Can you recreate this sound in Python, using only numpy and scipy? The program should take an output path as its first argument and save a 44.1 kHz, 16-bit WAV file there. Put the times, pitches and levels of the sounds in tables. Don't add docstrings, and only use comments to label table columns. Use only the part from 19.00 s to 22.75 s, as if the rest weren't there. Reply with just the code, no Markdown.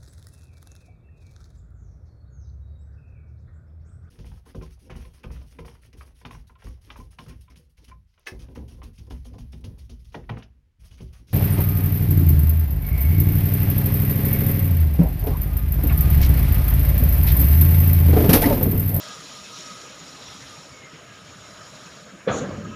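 import sys
import numpy as np
from scipy import signal
from scipy.fft import rfft, irfft
from scipy.io import wavfile

SR = 44100
rng = np.random.default_rng(int(sys.argv[2]) if len(sys.argv) > 2 else 0)


def int16_out(signal):
    q = np.round(np.clip(np.atleast_2d(signal).T, -1, 1) * 32767)
    wavfile.write(sys.argv[1], SR, q.astype(np.int16))


N = 165375

# time in seconds, level in dB.
FLOW = [(0.0, -41.5), (0.22, -45), (0.66, -44), (0.88, -48.5), (1.43, -46.5), (1.62, -49.5), (1.79, -53.5),
        (2.05, -54), (2.77, -50.5), (2.87, -49.5), (3.05, -54.5), (3.28, -59.5), (3.45, -57.5),
        (3.75, -59.5)]
# frequency in Hz, relative density in dB per Hz.
HISS_COLOUR = [(440, -47), (750, -13), (885, -32), (956, -2.5), (1060, -11.5), (1250, -2), (1370, -4),
               (1650, -19), (1760, -19), (1980, -8), (2300, -11.5), (3890, -3), (4700, -8), (5480, -2.5),
               (6230, -12), (6900, -3.5), (8040, -23), (9610, -17.5), (13600, -31), (14800, -30.5),
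               (15800, -23)]
BOOM_START_S, BOOM_RISE_S = 3.278, 0.0078


def sand():
    # frequency in Hz, relative density in dB per Hz.
    heap_colour = [(24, -13), (40, -14.5), (64, -6.5), (189, -3.5), (230, -8.5), (268, -3.5), (327, -10),
                   (410, -8.5), (464, -8.5), (596, -9.5), (676, -13), (1260, -9), (1360, -9.5),
                   (2030, -12.5), (3110, -16), (5000, -58), (6750, -13.5), (8040, -34.5), (15800, -47)]
    grains_per_s = 9000
    signs = rng.choice([-1, 1], N)
    grains = rms_one(signs * (rng.random(N) < grains_per_s / SR))
    grains = grains + 1.77 * rng.standard_normal(N)
    flow_db = in_time(FLOW)
    rush = amp(flow_db) * patchy(grains, HISS_COLOUR, patchy_db=1.5, slow_hz=15, fast_hz=35)
    heap_db = -47 + 0.082 * (flow_db - flow_db.mean())
    heap = patchy(rng.standard_normal(N), heap_colour, patchy_db=2, slow_hz=1, fast_hz=17.2)
    return rush + amp(heap_db) * heap


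def hum():
    # frequency in Hz, width in Hz, relative level in dB.
    hum_modes = [(1269, 34, -5), (1236, 67, -4.5), (1424, 290, -10), (1640, 41, -9.5)]
    murmur_modes = [(625, 106, 3), (456.5, 29, -7.5)]
    bright_modes = [(5405, 140, -1.5), (5770, 210, 3)]
    whistle_modes = [(2560, 90, -19), (3250, 120, -18), (3730, 160, -17), (4025, 90, -19), (6700, 160, -14),
                     (6900, 140, -17)]
    # time in seconds, relative level in dB.
    hum_level = [(0.0, -49), (0.15, -41.5), (0.25, -56.5), (0.88, -49.5), (0.95, -69), (1.72, -56.5),
                 (2.7, -51.5), (3.25, -56.5), (3.29, -30), (3.36, -40), (3.45, -59), (3.75, -44)]
    murmur_level = [(0.0, -56), (0.06, -53), (0.22, -60), (1.56, -65.5), (1.97, -65), (1.99, -56.5),
                    (2.39, -66), (2.46, -55.5), (2.71, -68), (2.74, -55.5), (2.87, -65.5), (2.96, -55.5),
                    (3.23, -62.5), (3.25, -72)]
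    bright_level = [(0.0, -48), (0.23, -50), (0.65, -45.5), (0.98, -51), (1.04, -58), (1.08, -49),
                    (1.25, -54), (1.27, -44.5), (1.88, -64), (2.99, -55), (3.08, -84), (3.25, -56)]
    flicker_db, flicker_hz = 1.5, 12
    out = resonant(hum_modes, flicker_db, flicker_hz) * amp(in_time(hum_level) - 1)
    out = out + resonant(murmur_modes, flicker_db, flicker_hz) * amp(in_time(murmur_level) + 1.5)
    out = out + resonant(bright_modes, flicker_db, flicker_hz) * amp(in_time(bright_level) - 10)
    whistles = resonant(whistle_modes, flicker_db=3.5, flicker_hz=8)
    return out + (whistles + streaks(count=44)) * amp(in_time(FLOW))


def streaks(count):
    out = 0
    for hz in np.linspace(1900, 10500, count) * rng.uniform(.98, 1.02, count):
        level_db = -15 + at_hz(HISS_COLOUR, hz) + 4 * drift(6)
        wandering_hz = hz + 60 * drift(3)
        out = out + amp(level_db) * rough_tone(wandering_hz, width_hz=30)
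    return out


def scrapes():
    # start in seconds, length in seconds, first pitch in Hz, level in dB.
    scrape_rows = [(1.68, .25, 2290, -50), (2.05, .15, 1720, -55), (2.42, .08, 2170, -56),
                   (2.4, .08, 3700, -56), (2.55, .1, 3080, -57), (3.68, .1, 2700, -53),
                   (3.695, .06, 1040, -49)]
    spurt_rows = [(.04, .12, 1270, -46), (.19, .05, 1230, -49), (.29, .13, 1260, -46), (.5, .08, 1290, -50),
                  (.655, .08, 1280, -43), (.74, .06, 1280, -46), (.81, .075, 1270, -45),
                  (.95, .045, 1255, -50), (1.12, .06, 1255, -50), (1.28, .1, 1270, -51),
                  (1.49, .09, 1240, -51), (3.53, .06, 1270, -46), (3.62, .06, 1275, -46)]
    scraping = sagging(scrape_rows, width_hz=45, sag_hz_per_s=1000)
    return scraping + sagging(spurt_rows, width_hz=22, sag_hz_per_s=500)


def thump():
    # start in seconds, peak in dB, pitch in Hz.
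    lumps = [(3.295, -26, 124), (3.41, -27, 120), (3.635, -32, 172), (3.685, -29.5, 212)]
    return knocks() + crack() + body_ring() + boom() + soft_notes(lumps)


def knocks():
    # start in seconds, level in dB.
    contacts = [(3.2655, -27), (3.2727, -8.5)]
    # pitch in Hz, relative level in dB, 60 dB decay in seconds.
    notes = [(493, -3.5, 0.012), (190, -13, 0.063)]
    swell_s, hold_s = .003, .0085
    out = 0
    for start_s, level_db in contacts:
        t = since(start_s)
        swell = np.minimum(t / swell_s, 1)
        for hz, db, t60 in notes:
            dying = amp(-60 * np.maximum(t - hold_s, 0) / t60)
            out = out + amp(level_db + db) * swell * dying * np.sin(2 * np.pi * hz * t)
    return out


def crack():
    # frequency in Hz, width in Hz, relative level in dB.
    plate_modes = [(1000, 400, 4), (1500, 400, 5), (2200, 700, 1), (3400, 450, -2), (4100, 700, -10)]
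    t = since(3.2745)
    envelope = amp(-32 - 60 * t / .2) * (1 - np.exp(-t / BOOM_RISE_S))
    return envelope * resonant(plate_modes, flicker_db=0, flicker_hz=50)


def body_ring():
    # frequency in Hz, relative level in dB, 60 dB decay in seconds.
    body_modes = [(201, 5.5, 1.25), (270, 5, 0.52), (519.5, 10, 0.29), (580, 1, 2.1), (622, -13, 1.7),
                  (1054, -13, 1.5), (1577, -6, 0.89)]
    t = since(BOOM_START_S)
    rise = 1 - np.exp(-t / BOOM_RISE_S)
    out = 0
    for hz, db, t60 in body_modes:
        mode = amp(-60 * t / t60) * rough_tone(np.full(N, hz), width_hz=12)
        out = out + amp(-38 + db) * rise * mode
    return out


def boom():
    # frequency in Hz, relative density in dB per Hz.
    boom_colour = [(24, -56), (40, -19), (108, -5), (290, -5), (347, -8.5), (443, -2), (520, 2), (587, -1),
                   (677, -3.5), (880, -13), (1270, -9), (1520, -17.5), (1650, -15.5), (1930, -20),
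                   (3270, -29), (3690, -33), (5000, -39), (6500, -55), (11000, -120)]
    # frequency in Hz, 60 dB decay in seconds.
    boom_t60 = [(60, 9.1), (120, 3.4), (240, 2.24), (500, 0.88), (1000, 0.81), (2500, 1), (5000, 2.05)]
    t = since(BOOM_START_S)
    rise = 1 - np.exp(-t / BOOM_RISE_S)
    out = 0
    for hz, band in bands(rng.standard_normal(N), boom_colour):
        level_db = -21.5 - 60 * t / at_hz(boom_t60, hz) + 3 * drift(16)
        out = out + amp(level_db) * rise * band
    return out


def puff():
    # time in seconds, level in dB.
    puff_level = [(3.285, -60), (3.326, -40.5), (3.376, -35), (3.44, -49.5), (3.5, -70)]
    # frequency in Hz, relative density in dB per Hz.
    puff_colour = [(2350, -23), (4000, -10), (4950, -21), (5750, -8.5), (6710, -8), (7110, -3.5),
                   (8300, -30), (9920, -25), (11200, -41), (15000, -46), (15800, -45)]
    # frequency in Hz, width in Hz, relative level in dB.
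    puff_whistles = [(5940, 80, -11), (6490, 90, -5), (6900, 160, -3), (9870, 150, -30)]
    t = np.arange(N) / SR
    hiss = sum(band for _, band in bands(rng.standard_normal(N), puff_colour))
    air = rms_one(.7 * hiss + resonant(puff_whistles, flicker_db=2, flicker_hz=40))
    sputter_db = drift(150)
    blowing = (t > puff_level[0][0]) & (t < puff_level[-1][0])
    return amp(in_time(puff_level) + sputter_db) * blowing * air


def engine():
    # start in seconds, peak in dB, pitch in Hz.
    chugs = [(0.088, -43.5, 195), (0.183, -38.5, 151), (0.297, -48, 197), (0.401, -45, 198),
             (0.472, -46, 199), (0.58, -44.5, 177), (0.706, -40.5, 190), (0.89, -47, 207),
             (1.005, -44.5, 170), (1.09, -49, 149), (1.188, -51, 136), (1.336, -46.5, 188),
             (1.413, -42.5, 129), (1.573, -40, 153), (1.697, -45, 150), (1.831, -44.5, 141),
             (1.93, -39.5, 153), (2.094, -47, 187), (2.212, -43, 190), (2.351, -43, 187), (2.493, -47, 200),
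             (2.716, -43, 147), (2.854, -40.5, 166), (2.965, -43, 191), (3.131, -41, 180)]
    return soft_notes(chugs)


def soft_notes(rows):
    swell_hz, t60_s = 25, 0.089
    out, t = np.zeros(N + SR), np.arange(SR // 4) / SR
    shape = (1 - np.exp(-2 * np.pi * swell_hz * t)) ** 2 * amp(-60 * t / t60_s)
    shape = shape / shape.max()
    for (start_s, db, hz), phase in zip(rows, rng.random(len(rows))):
        i = int(start_s * SR)
        out[i:i + len(t)] += amp(db) * shape * np.sin(2 * np.pi * (hz * t + phase))
    return out[:N]


def sagging(rows, width_hz, sag_hz_per_s):
    out, t = 0, np.arange(N) / SR
    for start_s, length_s, hz, db in rows:
        age = np.clip(t - start_s, 0, length_s)
        tone = rough_tone(hz - sag_hz_per_s * age, width_hz, steady=1.6)
        out = out + amp(db) * tone * np.sin(np.pi * age / length_s)
    return out


def rough_tone(hz, width_hz, steady=0):
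    phase = 2 * np.pi * np.cumsum(hz) / SR
    tone = np.cos(phase) * (steady + drift(width_hz)) + np.sin(phase) * drift(width_hz)
    return tone / np.sqrt(1 + steady ** 2 / 2)


def resonant(table, flicker_db, flicker_hz):
    out = 0
    for hz, width_hz, db in table:
        r = np.exp(-np.pi * width_hz / SR)
        poles = [1, -2 * r * np.cos(2 * np.pi * hz / SR), r * r]
        tone = signal.lfilter([1, 0, -1], poles, rng.standard_normal(N))
        tone = signal.lfilter([1], poles, tone)
        out = out + amp(db + flicker_db * drift(flicker_hz)) * rms_one(tone)
    return out


def patchy(source, spectrum, patchy_db, slow_hz, fast_hz):
    out, together, near = 0, drift(fast_hz), drift(slow_hz)
    for hz, band in bands(source, spectrum):
        near = 0.25 * near + 0.86 * drift(slow_hz)
        waver = 0.16 * together + near + 1.27 * drift(fast_hz)
        depth_db = patchy_db / (1 + (hz / 23000) ** 2)
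        out = out + band * amp(depth_db * waver)
    return out


def bands(source, spectrum):
    hz = np.arange(1, N // 2 + 2) * SR / N
    low_hz, high_hz = spectrum[0][0], spectrum[-1][0]
    inside = (hz > low_hz) & (hz < high_hz)
    whole = rfft(source) * amp(at_hz(spectrum, hz)) * inside
    whole = whole / np.sqrt(np.mean(irfft(whole, N) ** 2))
    for centre in 2 ** np.arange(5, 14.3, 1 / 3):
        if low_hz < centre * 1.26 and centre < high_hz * 1.26:
            weight = np.clip(1 - 3 * np.abs(np.log2(hz / centre)), 0, 1)
            yield centre, irfft(whole * weight, N)


def drift(rate_hz):
    r = np.exp(-80 * np.pi * rate_hz / SR)
    noise = rng.standard_normal(N // 40 + 2002)
    slow = signal.lfilter([1], [1, -2 * r, r * r], noise)[2000:]
    return np.interp(np.arange(N) / 40, np.arange(len(slow)), rms_one(slow))


def since(start_s):
    return np.maximum(np.arange(N) / SR - start_s, 0)


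def in_time(rows):
    s, db = np.transpose(rows)
    return np.interp(np.arange(N) / SR, s, db)


def at_hz(points, hz):
    table_hz, values = np.transpose(points)
    return np.interp(np.log(hz), np.log(table_hz), values)


def amp(db):
    return 10 ** (np.asarray(db) / 20)


def rms_one(x):
    return x / np.sqrt(np.mean(x ** 2) + 1e-20)


def scene():
    return (sand() + hum() + scrapes() + thump() + puff() + engine())[None]


def record(dry):
    bass_cut = signal.butter(2, 60.4, "high", fs=SR, output="sos")
    top_cut = signal.ellip(12, .5, 60, 15500, fs=SR, output="sos")
    thin = signal.sosfilt(bass_cut, dry)
    return signal.sosfilt(top_cut, thin)


dry = scene()
out = record(dry)
int16_out(out)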